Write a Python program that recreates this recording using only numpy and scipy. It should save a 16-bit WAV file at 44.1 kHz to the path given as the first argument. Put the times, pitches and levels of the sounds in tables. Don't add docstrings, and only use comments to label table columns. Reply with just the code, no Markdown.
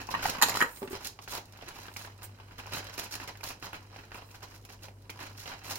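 import sys
import numpy as np
from scipy import signal
from scipy.fft import rfft, irfft
from scipy.io import wavfile
from scipy.ndimage import uniform_filter1d

SR = 44100
rng = np.random.default_rng(int(sys.argv[2]) if len(sys.argv) > 2 else 0)


def store_wav(level_fs):
    pcm = np.round(np.clip(np.atleast_2d(level_fs), -1, 1) * 32767)
    wavfile.write(sys.argv[1], SR, pcm.T.astype(np.int16))


N = 254898
T = np.arange(N) / SR
TAIL = 12288

# time in seconds, level in dB.
FILM_SLIDE = [(0, -48.5), (.3, -46), (.4, -42), (.48, -31), (.66, -50.5), (1.2, -62), (1.42, -60.5),
              (1.65, -48), (2.45, -59), (2.7, -42.5), (3.2, -49.5), (3.5, -54.5), (4.5, -56), (4.95, -65),
              (5.18, -52), (5.78, -48.5)]
# frequency in Hz, relative level in dB.
PANEL_SPECTRUM = [(80, -1.5), (180, -3), (330, -2.5), (630, -4.5), (880, 2.5), (1350, -2), (1900, -1.5),
                  (2600, -2), (3200, -5), (3800, -9.5), (5000, -9), (8000, -24.5), (16000, -65)]
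# frequency in Hz, relative level in dB.
CREASE_SPECTRUM = [(500, -41.5), (2000, -2), (3500, 2.5), (5000, 7), (6800, 3), (8200, -5.5), (10000, -1.5),
                   (12500, -3.5), (15800, -2)]


def bags():
    # start in seconds, hold in seconds, level in dB, crispness in dB.
    grips = [(0, 0.026, -40, -10), (0.101, 0.025, -38, -3), (0.143, 0.074, -41, -14),
             (.222, 0.087, -34, -1.5), (0.318, 0.047, -39, -13), (0.538, 0.063, -37, -1),
             (.903, 0.068, -43.5, -6), (1.003, .045, -48.5, -2), (1.044, .029, -45.5, 10.5),
             (1.21, 0.037, -59.5, 8), (1.276, 0.033, -48.5, 2), (1.303, .075, -39.5, -0.5),
             (1.671, 0.017, -44, -0.5), (1.738, .145, -51.5, -3), (1.959, 0.11, -52, 2),
             (2.216, 0.028, -47.5, -4), (2.359, 0.17, -61, -17), (2.579, 0.027, -46, -5),
             (2.714, 0.082, -38, -3), (2.926, .033, -51, 3), (3.005, .058, -45.5, -0.5),
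             (2.977, 0.019, -39.5, 5), (3.109, 0.049, -42.5, 3.5), (3.195, .05, -45, -6),
             (3.273, 0.019, -42, -2.5), (3.43, 0.089, -43.5, 0), (3.621, .047, -41, -6),
             (3.726, 0.04, -45.5, -9.5), (3.923, .125, -52.5, -16), (4.117, 0.074, -48, -13),
             (4.341, .022, -48.5, -5), (4.42, 0.024, -45.5, -3), (4.498, 0.064, -57, 1),
             (4.688, 0.054, -53, -0.5), (4.821, 0.036, -49.5, -0.5), (5.19, 0.082, -44.5, -7),
             (5.37, 0.08, -56.5, 8.5), (5.454, 0.089, -42.5, -9), (5.633, 0.15, -46.5, 0.5),
             (5.702, 0.019, -39.5, 4)]
    slide = undb(np.interp(T, *np.transpose(FILM_SLIDE)))
    panels = slide * undb(-4) * buckles(N, rate=350, spread_db=4)
    creases = slide * undb(-10) * buckles(N, rate=270, spread_db=6)
    for start, hold_s, db, crisp_db in grips:
        add(panels, start, undb(db) * grip(hold_s, rate=400))
        add(creases, start, undb(db + crisp_db) * grip(hold_s, rate=650))
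    crumple = film_patches(panels, PANEL_SPECTRUM, flutter_db=2.5, wet_db=0.5)
    ticks = film_patches(creases, CREASE_SPECTRUM, flutter_db=-6.5, wet_db=-2)
    return crumple + ticks


def grip(hold_s, rate, attack_s=0.0011, release_s=0.003, swell_db=1):
    t = T[:int((hold_s + 4 * release_s) * SR)]
    pressure = (1 - np.exp(-t / attack_s)) * np.exp(-np.maximum(t - hold_s, 0) / release_s)
    swell = undb(swell_db * np.sin(np.pi * np.minimum(t / hold_s, 1)))
    return unit(pressure * swell * buckles(len(t), rate, spread_db=4.5)) * np.sqrt(hold_s * SR)


def buckles(size, rate, spread_db):
    count = max(int(rate * size / SR), 2)
    positions = (rng.random(8192)[:count] * size).astype(int)
    rank = np.arange(1, count + 1) / count
    strengths = undb(-spread_db * np.log(rank + 0.008))
    return unit(np.bincount(positions, strengths, size)) * np.sqrt(size)


def film_patches(clicks, spectrum, flutter_db, wet_db, flutter_s=0.0015, tint_db=2, count=4):
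    patch, out = rng.integers(0, count, N), 0
    hz, db = np.transpose(spectrum)
    tints = rng.standard_normal((count, len(hz)))
    for k, tint in enumerate(tints - tints.mean(axis=0)):
        flutter = undb(flutter_db) * unit(rng.standard_normal(TAIL) * np.exp(-T[:TAIL] / flutter_s))
        flutter[0] += 1
        path = kitchen(near_db=1, wet_db=wet_db, near_s=0.005)
        colour = click(np.column_stack([hz, db + tint_db * tint]))
        response = unit(through(through(path, flutter), colour))
        out = out + through(clicks * (patch == k), response)
    return out


def snaps(spots=6):
    # start in seconds, level in dB, crispness in dB, pitch of the panel in Hz.
    loud_creases = [(1.19, -16.5, -48, 1120), (1.277, -15, -25, 1630), (1.381, -15, -14, 830),
                    (1.625, -16.5, -30, 800), (1.788, -18, -11, 960), (1.883, -16.5, -26, 1640),
                    (1.964, -12, -25, 2320), (1.968, -26, 13.5, 1020), (2.048, -16, -28, 1730),
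                    (2.074, -19, -37, 1100), (2.4, -21, -19, 1110), (2.589, -15, -11, 1750),
                    (2.6, -17, -25, 2570), (2.672, -17.5, -14, 1090), (2.979, -12, 0.5, 2420),
                    (2.992, -11.5, -20, 851), (3.2, -15, -12, 1740), (3.277, -15.5, -14, 2370),
                    (3.289, -15, -27, 1930), (3.409, -20.5, -7, 2380), (3.439, -23, 14, 2480),
                    (3.505, -13, -5.5, 2570), (3.731, -11, -10, 1420), (3.744, -16, -19, 2390),
                    (3.962, -19, -21, 806), (4.118, -17, -23, 1750), (4.145, -15, -7, 2570),
                    (4.222, -21, -13, 1070), (4.432, -22, -16, 1030), (4.651, -24, 2.5, 2470),
                    (4.702, -22.5, -25, 890), (4.884, -19.5, -12, 800), (5.096, -12.5, -31, 2310),
                    (5.101, -17, 2.5, 3000), (5.191, -17.5, -27, 1730), (5.458, -16, -19, 2740),
                    (5.483, -19.5, -19, 830), (5.709, -15, -3, 930), (5.757, -15.5, 6.5, 2200)]
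    out = np.zeros((2, N))
    paths = [kitchen(near_db=4, wet_db=-1.5, near_s=0.0058) for _ in range(spots)]
    dull, bright = click(PANEL_SPECTRUM), click(CREASE_SPECTRUM)
    for k, (start, db, crisp_db, hz) in enumerate(list(loud_creases) + faint_creases()):
        path = paths[k % spots]
        pop = unit(through(path, dull + undb(-4) * flex(hz, rise_s=0.00056)))
        crack = unit(through(path, bright))
        add(out, start, undb(db) * (pop + undb(crisp_db) * crack))
    return out


def faint_creases(per_second=9, over_slide_db=26.5, low_hz=760, high_hz=2910):
    gap, softness, colour, pitch = rng.random((128, 4)).T
    starts = np.cumsum(0.2 + 1.6 * gap) / per_second
    db = np.interp(starts, *np.transpose(FILM_SLIDE)) + over_slide_db - (2 * softness - 1)
    crisp_db = -17 + 8 * (2 * colour - 1)
    hz = low_hz * (high_hz / low_hz) ** pitch
    return list(np.column_stack([starts, db, crisp_db, hz])[starts < T[-1]])


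def glides():
    # start in seconds, end in seconds, level in dB.
    strokes = [(0.619, 0.895, -49), (0.893, 0.938, -44), (1.286, 1.394, -47), (1.83, 2.098, -60),
               (2.223, 2.262, -41.5), (3.94, 4.052, -66), (4.135, 4.197, -56), (4.197, 4.4, -62.5),
               (5.629, 5.78, -50.5)]
    clicks = np.zeros(N)
    for start, end, db in strokes:
        size = int((end - start) * SR)
        swell = np.sqrt(np.hanning(size))
        add(clicks, start, undb(db) * swell * buckles(size, rate=2800, spread_db=4.5))
    sizzle = click([(3000, -40), (7500, 1.5), (9200, 3.5), (11500, -4), (14000, 5.5), (16000, 4)])
    return through(clicks, through(kitchen(near_db=7, wet_db=-2), sizzle))


def lid_knocks(soft_hz=2200):
    # start in seconds, level in dB, sharpness in dB, wall pitch in Hz, wall share in dB.
    blows = [(0.0883, -7.5, -19, 967, 8.5), (.140, 0, -31, 1015, 1), (.149, 0, -32, 1400, -12),
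             (.254, 2.5, -36, 840, 8), (0.384, -8.5, -12.5, 1060, 0), (.415, 1, -3.5, 1970, -6.5),
             (.423, 7.5, 3, 900, -0.5), (.430, 4.5, 3.5, 890, -7.5), (0.437, -1.5, 5, 1350, 1),
             (0.485, -5.5, 0.5, 960, -2.5), (.494, -5.5, 3, 1970, 1.5), (0.552, -5.5, -12, 1030, 7),
             (.570, -2, -3.5, 1370, -2), (0.605, 2, -11, 1720, 5), (0.6134, 7.5, -15, 1350, -10.5),
             (0.623, 6.5, -12.5, 1620, 0.5)]
    # frequency in Hz, t60 in seconds, relative level in dB.
    modes = [(250, 0.046, -12.5), (462, 0.032, -12), (700, 0.046, -22), (937, 0.065, -1.5),
             (1160, 0.026, -21), (1320, 0.031, -7), (1410, 0.039, -15.5), (1765, .028, -4.5),
             (1886, 0.041, 2.5), (2570, 0.039, -3.5), (2930, .025, -19), (4076, 0.072, 0.5),
             (4740, 0.015, -5), (6250, 0.028, -8), (7140, 0.032, 0), (8930, 0.019, 1), (10600, 0.025, -1),
             (11920, 0.013, 2), (13260, .012, -16)]
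    # frequency in Hz, relative level in dB.
    knock_spectrum = [(50, -25.5), (170, 0), (300, -8), (600, -3.5), (1000, 5.5), (1900, -0.5), (2800, -5),
                      (4000, -18), (8000, -38), (16000, -27)]
    crack_spectrum = [(400, -38.5), (2000, 6.5), (4200, 9.5), (5600, 1), (7200, 14), (8200, -13.5),
                      (10400, 1.5), (11300, -9.5), (13000, 14), (14200, -10), (16000, -7)]
    out, t = np.zeros((2, N)), T[:TAIL]
    low_modes = [(hz, t60, db - 10 * np.log10(1 + (hz / soft_hz) ** 6)) for hz, t60, db in modes]
    for start, db, sharp_db, wall_hz, wall_db in blows:
        path = kitchen(near_db=4, wet_db=-2, near_s=0.004)
        chatter = unit(rng.standard_normal(TAIL) * t * np.exp(-t / 0.00059))
        rim = through(path, chatter)
        bend = undb(wall_db) * unit(through(path, flex(wall_hz, rise_s=0.0011)))
        low_ring = undb(-1.5) * unit(through(path, ring(low_modes)))
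        knock = unit(unit(through(rim, click(knock_spectrum))) + low_ring + bend)
        full_ring = undb(-4) * through(path, ring(modes))
        crack = unit(through(rim, click(crack_spectrum)) + full_ring)
        add(out, start, undb(db) * (knock + undb(sharp_db) * crack))
    return out


def lid_settling():
    # start in seconds, level in dB, share of hard contact in dB.
    thuds = [(0.819, -8, -20), (0.829, -6.5, -12), (0.876, -14.5, 19), (0.908, -11.5, -12), (0.93, -8, -7),
             (0.944, -16, 4)]
    # frequency in Hz, t60 in seconds, relative level in dB.
    modes = [(220, 0.045, -12.5), (394, 0.058, 1), (470, 0.059, -17), (583, 0.1, -12), (851, 0.035, -9),
             (1168, 0.085, -11.5)]
    # frequency in Hz, relative level in dB.
    contact_spectrum = [(70, -19), (250, 3.5), (450, -10), (1100, -6), (2000, -5), (4000, -14.5),
                        (16000, -34)]
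    out = np.zeros((2, N))
    for start, db, hard_db in thuds:
        path = kitchen(near_db=5.5, wet_db=-1)
        contact = undb(hard_db) * through(path, click(contact_spectrum))
        add(out, start, undb(db) * unit(through(path, ring(modes)) + contact))
    return out


def flex(hz, rise_s):
    t = T[:2048]
    return unit(np.sin(2 * np.pi * hz * t) * t * np.exp(-t / rise_s))


def ring(modes):
    t, out = T[:TAIL], 0
    for hz, t60, db in modes:
        mode = unit(np.sin(2 * np.pi * hz * t) * undb(-60 * t / t60))
        out = out + rng.choice([-1, 1]) * undb(db) * mode
    return unit(out)


def click(spectrum, size=2048):
    gains = undb(along(spectrum, np.fft.rfftfreq(size, 1 / SR)))
    cepstrum = irfft(np.log(gains))
    cepstrum[1:size // 2] *= 2
    cepstrum[size // 2 + 1:] = 0
    return unit(irfft(np.exp(rfft(cepstrum))))


def kitchen(near_db, wet_db, near_s=0.0084, gap_s=0.0021):
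    # frequency in Hz, t60 in seconds.
    room_decay = [(125, 0.15), (500, 0.27), (2000, 0.2), (6000, 0.23), (14000, 0.16)]
    t, hz = T[:TAIL], np.fft.rfftfreq(TAIL, 1 / SR)
    direct = np.zeros((2, TAIL))
    direct[0, 4] = direct[1, 0] = 1
    scatter = unit(diffuse(TAIL) * np.exp(-t / near_s))
    noise, walls = rfft(diffuse(TAIL)), 0
    centres, t60s = np.transpose(room_decay)
    for share, t60 in zip(np.eye(len(centres)), t60s):
        band = irfft(noise * along(np.column_stack([centres, share]), hz))
        walls = walls + band * undb(-60 * t / t60)
    walls = unit(walls * (1 - np.exp(-(t / gap_s) ** 2)))
    return unit(direct + undb(near_db) * scatter + undb(wet_db) * walls)


def room_tone(hum_hz=100):
    # frequency in Hz, relative level in dB.
    air_spectrum = [(20, -23.5), (48, -4), (75, -6.5), (100, 2), (140, -7), (400, -10.5), (900, -20.5),
                    (2500, -38.5), (6000, -32), (16000, -35.5)]
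    # time in seconds, level in dB.
    hum_levels = [(0, -51), (.8, -58), (1.7, -56), (2.1, -51.5), (5.78, -51.5)]
    air = undb(-58.5) * through(diffuse(N), click(air_spectrum))
    phase = 2 * np.pi * hum_hz * T
    hum_db = np.interp(T, *np.transpose(hum_levels)) + 1.7 * wander(6.8)
    hum = undb(hum_db) * np.sin(phase + 0.18 * wander(12))
    octave_below = undb(-62 + 1.5 * wander(5.3)) * np.sin(phase / 2 + 1.2 * wander(5.9))
    return air + hum + octave_below


def diffuse(size, spacing_m=0.15):
    coherence = np.sinc(2 * np.fft.rfftfreq(size, 1 / SR) * spacing_m / 343)
    mid, side = rfft(rng.standard_normal((2, size)))
    pair = mid * np.sqrt(1 + coherence) + np.array([[1], [-1]]) * side * np.sqrt(1 - coherence)
    return irfft(pair, size) / np.sqrt(2)


def wander(rate):
    hold = int(SR / rate)
    held = rng.standard_normal(1024)[np.arange(N) // hold]
    return 1.3 * uniform_filter1d(uniform_filter1d(held, hold), hold)


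def undb(db):
    return 10 ** (np.asarray(db) / 20)


def unit(response):
    return response / np.sqrt(np.mean(np.sum(response ** 2, axis=-1)))


def along(points, hz):
    point_hz, value = np.transpose(points)
    return np.interp(np.log(hz + 1), np.log(point_hz), value)


def through(sound, response):
    return signal.oaconvolve(np.atleast_2d(sound), np.atleast_2d(response), axes=-1)[:, :sound.shape[-1]]


def add(out, start, sound):
    i = int(np.clip(start * SR, 0, N - 1))
    out[..., i:i + sound.shape[-1]] += sound[..., :N - i]


def scene():
    return room_tone() + lid_knocks() + lid_settling() + bags() + snaps() + glides()


def record(dry, ceiling=0.8, top_hz=15900):
    # frequency in Hz, left minus right in dB.
    mic_tilt = [(200, 0.5), (700, -1.5), (1300, -0.5), (2400, -4), (6000, -3.5), (7800, 0), (9500, -11),
                (11500, -8), (15000, -6.5)]
    tilt_db = along(mic_tilt, np.fft.rfftfreq(N, 1 / SR))
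    gains = undb(np.array([tilt_db, -tilt_db]) / 2)
    coloured = irfft(rfft(dry) * gains / np.sqrt(np.mean(gains ** 2, axis=0)), N)
    rounded = ceiling * np.tanh(coloured / ceiling)
    return signal.sosfilt(signal.ellip(10, 0.2, 70, top_hz, fs=SR, output="sos"), rounded)


dry = scene()
out = record(dry)
store_wav(out)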